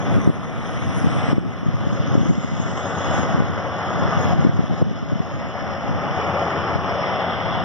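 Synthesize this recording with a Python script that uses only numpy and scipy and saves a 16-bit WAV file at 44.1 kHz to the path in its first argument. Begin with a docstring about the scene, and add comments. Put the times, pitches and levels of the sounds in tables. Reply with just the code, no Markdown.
"""The roar of a six-cylinder diesel runs throughout: a combine harvester turns in a wheat field some way off.
The roar and the thresher's rattle are noise that swells with each firing, under sine hums and ringing panels. A
fan hiss and hiss in several treble bands are narrower noises; the machine's loudness dips and climbs back.
Gusts thump, heard in opposite sense at the two ports, as short swinging waves over lumpy noise. Sharp cracks
and a very faint airy floor complete the scene."""
import sys
import numpy as np
from scipy import signal
from scipy.fft import rfft, irfft, next_fast_len
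from scipy.io import wavfile
from scipy.ndimage import uniform_filter1d, map_coordinates

SR = 44100
rng = np.random.default_rng(int(sys.argv[2]) if len(sys.argv) > 2 else 0)


def dump(signal):
    """Clip the signal to [-1, 1] and save it as 16-bit WAV at the path in sys.argv[1]."""
    limited = np.clip(np.atleast_2d(signal).T, -1, 1)
    pcm = np.round(limited * 32767).astype(np.int16)
    wavfile.write(sys.argv[1], SR, pcm)


N = 336924  # length in samples

# The machine shows more of its engine side as it turns; levels are over its loudness:
# (time [s], engine [dB], thresher [dB], fan hiss [dB])
TURN = [(0, 0, -10, -22.5), (.5, 1, -8.5, -22.5), (1, 0.5, -8.5, -19), (1.5, 1, -9, -21.5),
        (2, 2, -7.5, -17.5), (2.4, -1, -7.5, -16.5), (2.8, 1.5, -7.5, -18.5), (3.2, 3, -7.5, -17.5),
        (3.6, 1.5, -10, -19), (4.25, 2.5, -9, -19), (4.95, 2.5, -6, -15.5), (5.5, 2, -7, -18),
        (6, 3, -7.5, -18.5), (6.35, 3.5, -8, -20.5), (6.6, 2.5, -9, -21), (6.83, 1, -10, -20.5),
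        (7.05, 1, -7, -19), (7.3, 0.5, -6.5, -21.5), (7.64, 0, -8.5, -21)]
FIRING_HZ = 88.6  # average rate; it wanders a little
# Exhaust tones over the loudness, before their wobble: (multiple of firing [times], level [dB])
EXHAUST_TONES = [(1, -15), (2, -14), (7.5, -17), (12, -22)]
# How hard each cylinder barks, in firing order: one relative strength each [no unit]
CYLINDERS = [0.43, 0.28, 0.34, 0.33, 0.43, 0.15]
DRUM_HZ, DRUM_SAG_HZ_PER_S = 96, .25  # a second shaft that slows under load
# Hum of the second shaft over the loudness, before its swell: (multiple of shaft rate [times], level [dB])
DRUM_TONES = [(3, -19.5), (4, -22.5), (5, -19.5), (6, -25)]
CHATTER_PER_S, CHATTER_MS, CHATTER_DEPTH = 420, 1.2, 0.14  # loose parts knock at random; time to die away

# Tone colours of the noises; only the shape counts. Engine roar: (frequency [Hz], density [dB per Hz])
ENGINE = [(40, -45), (62, -17.5), (85, -4), (180, -0.5), (270, -8), (470, -5), (730, -0.5), (950, -5.5),
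          (1250, -3.5), (1590, -10.5), (1850, -13.5), (2300, -32), (3000, -120)]
# Thresher rattle: (frequency [Hz], density [dB per Hz])
THRESHER = [(1400, -54), (1850, -2), (2170, 4.5), (2500, -7.5), (2950, -3.5), (3450, -3.5), (3620, -7),
            (3790, -23), (4050, -15), (4400, -21.5), (4700, -34), (5200, -68)]
# Fan hiss: (frequency [Hz], density [dB per Hz])
FAN = [(4300, -58.5), (4600, -11), (5000, -7.5), (5300, 2), (5500, -0.5), (5900, -4.5), (6400, -29),
       (7000, -56)]
# Hiss around 6 kHz: (frequency [Hz], density [dB per Hz])
HISS_6K = [(5000, -36.5), (5700, 7.5), (6300, 10.5), (6650, 9.5), (6880, 10), (7150, 0), (7450, 5),
           (7800, -2), (8200, 0)]
# Hiss around 8 kHz: (frequency [Hz], density [dB per Hz])
HISS_8K = [(7200, -23.5), (7700, -8.5), (8500, -0.5), (9100, -3.5), (9500, -23.5)]
# Hiss around 10 kHz: (frequency [Hz], density [dB per Hz])
HISS_10K = [(9100, -30.5), (9500, -6), (10080, -3), (10600, -5), (10900, -30)]
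# Thin hiss around 14 kHz: (frequency [Hz], density [dB per Hz])
HISS_14K = [(12600, -28.5), (13400, -1.5), (14100, 1.5), (14700, -3), (15100, -43.5)]
# Airy floor: (frequency [Hz], density [dB per Hz])
AIR = [(7500, -37), (8500, 0), (12000, 1), (15000, 1)]

# Treble hiss over the loudness:
# (time [s], 6 kHz hiss [dB], its upper edge [Hz], 8 kHz hiss [dB], 10 kHz hiss [dB], 14 kHz hiss [dB])
TREBLE = [(0, -23, 7100, -44, -39, -52), (.25, -22, 7160, -30, -28.5, -50),
          (.5, -24.5, 7100, -37, -33, -46), (1, -20.5, 7100, -28.5, -30, -52),
          (1.3, -29, 7300, -27, -42, -56), (1.4, -28, 7000, -35, -42, -57),
          (1.75, -26, 6860, -46, -40, -52), (1.93, -21, 7500, -55, -37, -48),
          (2.05, -23, 7200, -72, -49, -50), (2.3, -15, 7470, -75, -39, -55),
          (2.6, -15, 7540, -75, -45, -60), (2.75, -14.5, 7900, -76, -52, -63),
          (3.05, -16, 7600, -75, -45, -57), (3.2, -14.5, 7490, -75, -39, -45),
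          (3.45, -26.5, 7220, -54, -49, -48), (3.8, -25.5, 7000, -60, -47, -52),
          (4.05, -27, 7100, -63, -50, -53), (4.25, -21, 7080, -65, -46, -39),
          (4.45, -24, 7200, -60, -47, -50), (4.7, -23.5, 7270, -53, -40, -47),
          (5.3, -23, 7000, -58, -49, -45), (5.7, -27.5, 7100, -54, -51, -55.5),
          (6.5, -29, 6980, -58, -56, -63.5), (6.85, -40, 7050, -51.5, -55.5, -58.5),
          (7.64, -40, 7140, -54, -58, -76)]
EDGE_HZ = 55  # how soft the upper edge is
# Humming sheet metal: (frequency [Hz], width [Hz], lift before its own fading [dB])
PANELS = [(556.4, 44, 5), (662, 19, 1), (742, 23, 2), (840, 11, 0), (1126, 24, 4), (1241, 23, 4.5),
          (1368, 22, 3.5), (1480, 11, 5), (1726, 26, 4.5), (1950, 24, 3), (2970, 33, 5), (3390, 24, 3)]
BOOM_HZ, BOOM_WIDTH_HZ = 750, 340  # the hollow body of the machine
# Slow swells: (time [s], body boom lift [dB], lowest panel [dB], second shaft hum [dB])
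BOOM = [(0, 2, 8, 8.5), (.6, -2.5, -5, 5.5), (1.2, 0.5, -8, 0), (1.6, -2.5, -1, 6), (1.8, -2.5, 0, 2),
        (2, -4.5, 9, 0), (2.15, 1.5, -2, 2), (2.5, -1.5, -0.5, -1), (3.1, 0.5, 0, 5), (3.6, 0.5, 5, 2.5),
        (4.2, 1, -7, -6.5), (4.6, 0, 3, -3), (5.2, 0, 4, -1), (5.9, 3, 2.5, -3), (6.15, 2.5, -0.5, -2),
        (6.38, 3.5, 10, -4), (6.55, 0, -10, 5.5), (6.9, 3.5, 3, 2), (7.2, 3.5, 1.5, -3.5),
        (7.64, 1.5, -5, -4.5)]
# Parts of the roar that swell apart: (centre [Hz], width [Hz])
ROAR_BANDS = [(75, 49), (260, 90), (370, 100), (500, 100), (1000, 200), (1550, 350), (1900, 250)]
# Lift of each roar band over time: (time [s], one lift per band [dB])
ROAR = [(0, -0.5, 0, -2, 0, 2.2, 0, 0), (.7, 1, 0, -0.5, -1, 1, 0.77, 2.6),
        (1.4, -1, 0, -0.5, -2, -1, 0, -0.22), (2.1, 1, 0, -1, -2, 0.24, -0.43, -1.2),
        (2.7, 3, 0, 1, 0, 0, 0.8, -0.57), (3.3, 4.5, 0, -3, 1, -0.45, 2, 0),
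        (4, 1, 0, -0.5, 0, 0, 1, -0.25), (4.7, 2, -1, -2.5, 0, 0, -0.15, 0),
        (5.3, -4, -2, 0.5, 0, 0, 0, 0.21), (5.9, -1, -2, 0.5, 0, 0, -0.81, 0.6),
        (6.4, -1, -2, 4.5, -1, 0.34, -1.5, 0), (7, -2.5, -2, 2.5, 0, 0.35, 0, 0),
        (7.64, -1, -2, 0, -1, 1, 0, 0)]
# Parts of the rasp that swell apart: (centre [Hz], width [Hz])
RASP_BANDS = [(2400, 300), (2960, 200), (3400, 710), (3850, 250), (5300, 400), (5950, 440), (6890, 94)]
# Lift of each rasp band over time: (time [s], one lift per band [dB])
RASP = [(0, 4, 0, 0, 4, 0, 5, 2), (.8, 4, 0, -0.38, 9, 0, 4, 2), (1.4, 3.5, 2.2, -1, 3, 0, 2, 4.4),
        (2.1, -3, 0.48, 0.34, 1, 0, 0, 1), (2.7, -4.5, 0.45, 0, 5, 0, -4, 1),
        (3.3, 0.5, 0.2, 0.25, 4, 0, -4.5, 2), (4, -0.5, 0, 0, -4, 0, -4, 6.7), (4.7, -1, 0, 0, 10, 0, 0, 6),
        (5.3, -1.5, 1, -1.3, 1, 1, -3.5, 6), (5.8, 2, 1.4, -2.7, -9, 1.1, -2.5, 8),
        (6.3, 5.5, 2.3, -1.5, -9, 1.3, -1.5, 15), (6.65, 5.5, 2.6, -2, -1, 2, -3, 6.8),
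        (7, 1.5, 0.32, 1, -7, 2, -3, 8), (7.3, -3, 0, 3.1, -9.5, 2.3, -7.5, 8),
        (7.64, -0.5, 0, 2.4, -1, 2.2, -6, 8)]

# Moments when the machine's loudness dips, before smoothing: (time [s], loudness just after [dB])
DIPS = [(0, -30.5), (.171, -31.5), (.217, -33), (.28, -37), (1.331, -37), (1.383, -38), (2.156, -33),
        (2.301, -35), (3.24, -29.5), (3.349, -30), (3.407, -32.5), (4.334, -32), (4.451, -33),
        (4.494, -35.5), (4.594, -36.5), (4.825, -40), (5.206, -36.5), (5.75, -33), (6.76, -28.5)]
CLIMB_DB_PER_S, FULL_DB = 9.5, -26.5  # the way back up, and where it ends
FALL_S = .016  # how long a dip takes to set in

# How far the left port leads the right, nearly: (frequency [Hz], phase [radians])
LEAD = [(0, 0), (1200, .05), (1810, .9), (2250, 3.1), (2930, 5.85), (3300, 6.28), (3650, 6.35), (3790, 6.5),
        (4000, 8.1), (5100, 11.4), (7000, 16.7), (15000, 39.6)]
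# How much stronger the left port is, nearly: (frequency [Hz], level [dB])
LEFT = [(100, 6.5), (600, 4), (1400, -0.5), (1900, 0), (2200, 2), (3000, -1), (4000, 1), (5200, 1.5),
        (7000, 3), (9000, 3), (14000, 0)]
# How alike the two ports sound, nearly: (frequency [Hz], likeness [0 to 1])
ALIKE = [(150, 0.83), (400, 0.97), (700, 0.96), (1200, 1), (1800, 0.88), (2200, 1), (2600, 0.58),
         (3300, .995), (3800, 0.84), (4300, 0.97), (7000, 0.96), (12000, 0.82)]

# Strength of the wind on the ports, before each layer's gain: (time [s], level [dB])
GUST = [(0, -23.5), (.1, -19), (.29, -14.5), (.32, -27.5), (.6, -23), (.93, -20), (1.06, -19), (1.13, -18),
        (1.2, -20), (1.3, -18.5), (1.37, -22.5), (1.42, -31), (1.46, -22.5), (1.55, -26), (1.7, -19.5),
        (2, -23.5), (2.12, -19.5), (2.28, -14.5), (2.33, -21), (2.42, -26), (2.5, -26), (2.58, -25.5),
        (2.72, -21), (2.9, -29.5), (3.2, -20.5), (3.42, -22), (3.5, -23.5), (3.7, -30), (4.05, -22.5),
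        (4.47, -16), (4.52, -19.5), (4.65, -26), (4.82, -21), (4.85, -21.5), (5.0, -28), (5.15, -25),
        (5.65, -31), (6.05, -23), (6.45, -37.5), (6.75, -26.5), (7.3, -32.5), (7.64, -25.5)]
# Colour of the wind felt oppositely at the ports; shape only: (frequency [Hz], density [dB per Hz])
BUFFET = [(20, -34), (45, -11), (77, -5.5), (109, 4), (160, -0.5), (240, -5), (368, -15.5), (605, -26.5),
          (1000, -49.5), (2000, -120)]
# Colour of the wind felt alike at both ports; shape only: (frequency [Hz], density [dB per Hz])
SHARED = [(20, -48.5), (45, -36), (90, -3.5), (150, -1), (260, 0), (420, -12.5), (900, -48), (2000, -120)]
# Loud blows of wind, before filter and port gains:
# (time [s], peak [dB], base pitch [Hz], length at half height [ms], shared part over peak [dB])
THUMPS = [(0.105, -21, 156, 7.4, -17), (0.127, -9.5, 154, 6.6, -7), (0.152, -13, 160, 8, -17),
          (0.17, -8, 210, 8.1, -15), (0.181, -6.5, 170, 6.5, -10), (0.187, -10, 185, 3.1, -2),
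          (0.216, -13, 169, 6.3, -9), (0.277, 4, 159, 2.6, -20), (0.294, -9, 195, 5, -23),
          (0.302, -7, 260, 3.3, -15), (0.973, -12, 140, 11, -10), (0.987, -14, 180, 6, -12),
          (1.018, -14, 140, 10, -11), (1.047, -7, 200, 6, -9), (1.061, -13, 220, 6, -8),
          (1.072, -4, 149, 7.6, -15), (1.108, -16, 148, 7.1, -11), (1.155, -16, 260, 8, -9),
          (1.173, -10, 125, 8.3, -12.5), (1.186, -10, 125, 9.2, -15), (1.243, -13, 130, 7.1, -12),
          (1.289, -6, 217, 3.1, -22), (1.332, -7, 228, 5.1, -3), (1.383, -3.5, 228, 3.1, -6),
          (1.463, -17, 250, 5, -9), (1.633, -11, 195, 2.9, -6.5), (1.667, -11, 159, 6.9, -6.5),
          (1.688, -6, 123, 6.7, -15), (1.749, -11, 129, 15, -20), (1.873, -10, 188, 4.2, -7.5),
          (1.93, -14, 220, 8.5, -8), (2.003, -11, 140, 11, -20), (2.042, -17, 220, 6, -11),
          (2.142, -13, 140, 10, -10), (2.155, -5, 250, 4.4, -5.5), (2.18, -6, 205, 5.6, -14),
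          (2.197, -14, 280, 7, -10), (2.216, -8, 155, 11, -11), (2.233, -17, 217, 5, -4),
          (2.265, -15, 270, 10, -8), (2.302, -5.5, 172, 9.4, -10), (2.312, -10, 230, 5.4, -6),
          (2.385, -14.5, 200, 13, -15), (2.448, -12, 240, 5.5, -14), (2.525, -15, 170, 11, -15),
          (2.538, -16, 130, 8, -14), (2.602, -10, 175, 6, -9.5), (2.66, -16, 140, 16, -14),
          (3.184, -11, 149, 5.1, -13), (3.236, -13, 191, 6.6, -8), (3.29, -17, 167, 6.3, -16),
          (3.349, -7, 164, 9.4, -15), (3.382, -13, 260, 6.5, -13), (3.392, -11, 150, 8, -13),
          (3.405, -5, 180, 6, -7), (3.423, -10, 228, 3.1, -8), (3.447, -16, 136, 7.8, -23),
          (3.502, -14, 190, 6, -15), (4.025, -12, 190, 5, -16), (4.036, -13, 130, 7, -14),
          (4.056, -12, 130, 9.7, -18), (4.087, -13, 180, 8, -14), (4.175, -11, 160, 10, -14),
          (4.256, -9, 199, 5, -12), (4.284, -14, 180, 7.7, -8), (4.333, -6, 163, 6.3, -14),
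          (4.361, -11, 168, 5, -11), (4.395, -7, 168, 7.9, -17), (4.41, -12, 133, 3.5, -19),
          (4.429, -7, 129, 7.3, -19), (4.451, -3.5, 244, 4.8, -3.5), (4.461, -10, 220, 5, -11),
          (4.471, -7, 231, 7, -11), (4.496, -5, 174, 5.4, -14), (4.545, -13.5, 140, 12, -12),
          (4.594, -3.5, 176, 4.9, -9), (4.607, -11.5, 220, 3.4, -5.5), (4.642, -14, 230, 6, -13),
          (4.7, -14, 170, 4, -4), (4.713, -8.5, 158, 6.5, -13), (4.725, -15, 230, 5, -16),
          (4.738, -14, 188, 6.9, -22), (4.816, -8, 240, 3.8, -9), (4.826, -1, 134, 5.7, -22),
          (4.873, -14, 180, 6.2, -11), (4.915, -14, 202, 8.2, -15), (5.03, -14, 220, 6.1, -14),
          (5.098, -21, 150, 8.7, -10), (5.122, -11, 260, 4.1, -6.5), (5.133, -11.5, 130, 12, -9),
          (5.16, -14, 179, 6.7, -6), (5.205, -8, 185, 6.3, -10), (5.896, -16, 165, 6.9, -5),
          (5.913, -13, 145, 8.6, -10), (6.114, -17, 138, 12, -8), (6.76, -9, 151, 6, -15)]
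# Small blows come by chance and grow with the wind: peak over the wind, scatter either way,
# middle base pitch, middle length, shared part over the peak
PUFF_COUNT = 50
PUFF_DB, PUFF_SCATTER_DB, PUFF_HZ, PUFF_MS, PUFF_SHARED_DB = 0, 4.5, 154, 6.4, -12
SWEEP_MS = 0.41  # an eddy meets the right port first
# Sharp cracks inside a gust:
# (time [s], peak [dB], pitch [Hz], length at half height [ms], tick over the crack [dB])
SNAPS = [(4.705, -23, 740, 4.6, -62), (4.818, -16, 350, 3.7, -54), (4.822, -14.5, 560, 2.7, -49.5),
         (4.827, -17, 280, 4.4, -53.5)]
TOP_HZ = 15200  # nothing sounds above this


def amp(db):
    """Turn dB into gain."""
    return 10 ** (np.asarray(db) / 20)


def unit(x):
    """Scale to an average (rms) strength of 1."""
    return x / np.sqrt(np.mean(x ** 2) + 1e-20)


def along(points, hz):
    """Read a curve of (frequency, value) points on a log frequency axis."""
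    f, v = np.transpose(points)
    return np.interp(np.log(hz + 1), np.log(f + 1), v)


def curves(rows):
    """Give one value per sample for each column after the time."""
    s, *columns = np.transpose(rows)
    return [np.interp(np.arange(N) / SR, s, column) for column in columns]


def wobble(rate):
    """Draw a smooth random curve with this many random points a second."""
    points = rng.standard_normal(int(N * rate / SR) + 4)
    return map_coordinates(points, [np.arange(N) * rate / SR])


def filtered(x, response):
    """Change the strength and phase of each frequency in x."""
    m = next_fast_len(N + 8192)
    return irfft(rfft(x, m) * response(np.fft.rfftfreq(m, 1 / SR)), m)[..., :N]


def bell(hz, centre, width):
    """A smooth peak at centre, half as high half a width away."""
    return 1 / (1 + (2 * (hz - centre) / width) ** 2)


def pulse(t, ms):
    """A smooth swell around t = 0, as long as ms at half its height."""
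    return np.exp(-np.log(16) * (t / (ms / 1000)) ** 2)


def rush(spectrum, patchy_db, gate=1):
    """Rushing sound: two coloured noises of joint rms 1 that share random loud and soft patches."""
    z = signal.stft(rng.standard_normal((2, N)), nperseg=512)[2]
    patches = uniform_filter1d(rng.standard_normal(z.shape[1:]), size=5, axis=0)
    patches = uniform_filter1d(patches, size=8, axis=1)
    pair = signal.istft(z * amp(patchy_db * unit(patches)), nperseg=512)[1][:, :N]

    def colour(hz):
        inside = (hz > spectrum[0][0]) * (hz < spectrum[-1][0])
        return amp(along(spectrum, hz)) * inside
    return unit(filtered(pair * gate, colour))


def combine():
    """The harvester's roar and rattle swell with each firing, with hums and a fan hiss; narrow treble hiss
    bands sound alongside."""
    engine_db, thresher_db, fan_db = curves(TURN)
    boom_db, panel_db, drum_db = curves(BOOM)
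    db_6k, _, db_8k, db_10k, db_14k = curves(TREBLE)
    cycles = np.cumsum(FIRING_HZ * (1 + .004 * wobble(2.5) + .004 * wobble(15))) / SR
    drum_hz = DRUM_HZ - DRUM_SAG_HZ_PER_S * np.arange(N) / SR
    turns = np.cumsum(drum_hz * (1 + 0.00443 * wobble(3))) / SR
    strength = np.take(CYLINDERS, cycles.astype(int) % len(CYLINDERS))
    bark = strength * np.exp(-1.5 * (cycles % 1))  # fades until the next firing
    rattle = chatter()

    roar = amp(engine_db) * rush(ENGINE, patchy_db=0.5, gate=rattle * (1 + 0.32 * bark))
    thresher = amp(thresher_db) * rush(THRESHER, patchy_db=1.27, gate=rattle * (1 + 0.25 * bark))
    tones = hum(EXHAUST_TONES, cycles) + amp(drum_db) * hum(DRUM_TONES, turns)
    tones += sheet_metal((roar + thresher)[0], boom_db, panel_db)
    fan = amp(fan_db) * rush(FAN, patchy_db=1.1, gate=rattle)
    hiss_6k = amp(db_6k) * rush(HISS_6K, patchy_db=4.0, gate=rattle)
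    hiss_8k = amp(db_8k) * rush(HISS_8K, patchy_db=2.5)
    hiss_10k = amp(db_10k) * rush(HISS_10K, patchy_db=4.0)
    hiss_14k = amp(db_14k) * rush(HISS_14K, patchy_db=4.5)
    body = swelling_bands(roar + thresher + fan + hiss_6k)
    direct_tones = tones * [[1], [0]]  # no scattered part
    return amp(loudness()) * (direct_tones + body + hiss_8k + hiss_10k + hiss_14k)


def chatter():
    """Loose parts knock at random and each knock dies away, on top of a slow uneven level."""
    knocks = (rng.random(N) < CHATTER_PER_S / SR) * rng.exponential(size=N)
    fading = signal.lfilter([1], [1, -np.exp(-1000 / (CHATTER_MS * SR))], knocks)
    return amp(0.57 * wobble(40)) * (1 + CHATTER_DEPTH * fading)


def hum(tones, phase):
    """A steady source hums at multiples of its rate, each with a wobbling level."""
    total = 0
    for multiple, db in tones:
        sine = np.sqrt(2) * np.sin(2 * np.pi * multiple * phase)
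        total += amp(db + 2.26 * wobble(2.93)) * sine
    return total


def sheet_metal(noise, boom_db, panel_db):
    """The noise rings the panels and hollow body: narrow bands of it are lifted."""
    centre, width, lift_db = np.transpose(PANELS + [(BOOM_HZ, BOOM_WIDTH_HZ, 0)])[..., None]
    *rings, boom = filtered(noise, lambda hz: bell(hz, centre, width))
    rings[0] = amp(panel_db) * rings[0]
    total = (amp(boom_db) - 1) * boom
    for db, ring in zip(lift_db, rings):
        total += (amp(db) - 1) * amp(1.9 * wobble(3.0)) * ring  # each fades in its own time
    return total


def swelling_bands(x):
    """Bands swell in their own time and the upper edge of the hiss slides."""
    hz, t, z = signal.stft(x, SR, nperseg=1024)
    hz = hz[:, None]
    lift_db = 0
    for rows, bands in ((ROAR, ROAR_BANDS), (RASP, RASP_BANDS)):
        s, *lifts = np.transpose(rows)
        for db, (centre, width) in zip(lifts, bands):
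            lift_db = lift_db + np.interp(t, s, db) * bell(hz, centre, width)
    edge = np.interp(t, *np.transpose(TREBLE)[[0, 2]])
    under = (1 - np.tanh((hz - edge) / EDGE_HZ)) / 2
    return signal.istft(z * amp(lift_db) * under, SR, nperseg=1024)[1][:, :N]


def loudness():
    """The machine's loudness (dB) dips at listed moments and climbs back at a steady pace."""
    t, level = np.arange(N) / SR, np.full(N, float(FULL_DB))
    for s, db in DIPS:
        climb = db + CLIMB_DB_PER_S * (t - s)
        level = np.where(t >= s, np.minimum(level, climb), level)
    return uniform_filter1d(level, size=int(FALL_S * SR) + 1)


def ports(pair):
    """One source and a little scattered sound reach two ports with a phase lead and a level tilt."""
    def heard(side):
        def response(hz):
            angle = np.arccos(np.clip(along(ALIKE, hz), 0, 1)) / 2
            level = amp(side * along(LEFT, hz) / 2)
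            lead = np.exp(.5j * side * np.interp(hz, *np.transpose(LEAD)))
            return level * lead * [np.cos(angle), side * np.sin(angle)]  # direct, scattered
        return filtered(pair, response).sum(axis=0)
    return np.array([heard(0.87), heard(-1.127)])  # left, right


def wind():
    """Buffeting and thumps sound in opposite sense at the two ports; another part is shared."""
    lumps = unit(amp(2.8 * np.tanh(0.33 * wobble(40)) + 2.0 * wobble(9)))
    gust = amp(curves(GUST)[0]) * lumps
    colour = lambda hz: amp([along(BUFFET, hz), along(SHARED, hz)])
    push, shared = [gust * unit(layer) for layer in filtered(rng.standard_normal((2, N)), colour)]
    thump, knock = thumps()
    push, shared = amp(-4) * push + thump, amp(-14.5) * shared + knock
    # Delay the left port and advance the right by half the sweep each
    sweep = lambda hz: np.exp(1j * np.pi * hz * SWEEP_MS / 1000 * np.array([[-1], [1]]))
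    return shared + filtered(push, sweep) * [[amp(1.57)], [-amp(0.67)]]


def thumps():
    """Each blow is a short swinging wave with an opposed part and a shared part, cut in the deep bass."""
    t = np.arange(-2000, 2000) / SR
    blows = np.zeros((2, N + 4000))
    rows = THUMPS + puffs()
    draws = rng.standard_normal((len(rows), 3))
    for (s, db, hz, ms, shared_db), (phase, glide, other) in zip(rows, draws):
        # The pitch usually sinks as the eddy passes
        swing = 2 * np.pi * hz * t * (1 - 15 * (1 + 0.27 * glide) * t)
        opposed = np.sin(0.89 * swing + 3 * phase) + 0.16 * np.sin(2.05 * swing + 3 * other)
        alike = amp(shared_db) * np.sin(1.153 * swing + 3 * phase + 1.34)
        blows[:, round(s * SR):][:, :4000] += amp(db) * pulse(t, ms) * [opposed, alike]
    return filtered(blows[:, 2000:], lambda hz: 1 / (1 + (72 / (hz + 1)) ** 6))


def puffs():
    """Small blows at random moments, stronger where the wind is, in rows like the loud ones."""
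    s, size, pitch, length = np.transpose(rng.random((PUFF_COUNT, 4)))
    s = s * (N - 1) / SR
    db = np.interp(s, *np.transpose(GUST)) + PUFF_DB + PUFF_SCATTER_DB * (2 * size - 1)
    hz, ms = PUFF_HZ * (.8 + .4 * pitch), PUFF_MS * (.5 + length)
    return [(*row, PUFF_SHARED_DB) for row in zip(s, db, hz, ms)]


def snaps():
    """Sharp cracks: a brief cosine burst with a faint noisy tick on top, alike at both ports."""
    out, t = np.zeros(N), np.arange(-600, 600) / SR
    for s, db, hz, ms, tick_db in SNAPS:
        tick = amp(tick_db) * rng.standard_normal(len(t))
        crack = np.cos(2 * np.pi * hz * t) + tick
        out[round(s * SR) - 600:][:len(t)] += amp(db) * pulse(t, ms) * crack
    return out


def airy_floor():
    """A very faint, patchy high hiss behind everything."""
    return amp(-80.0) * rush(AIR, patchy_db=6.5)


def scene():
    """Machine, wind, cracks and airy floor together."""
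    return ports(combine()) + wind() + snaps() + airy_floor()


def record(dry):
    """Peaks round off near full scale, then everything above the top frequency is removed."""
    soft = dry / (1 + np.abs(dry) ** 6) ** (1 / 6)
    return filtered(soft, lambda hz: hz < TOP_HZ)


dry = scene()
out = record(dry)
dump(out)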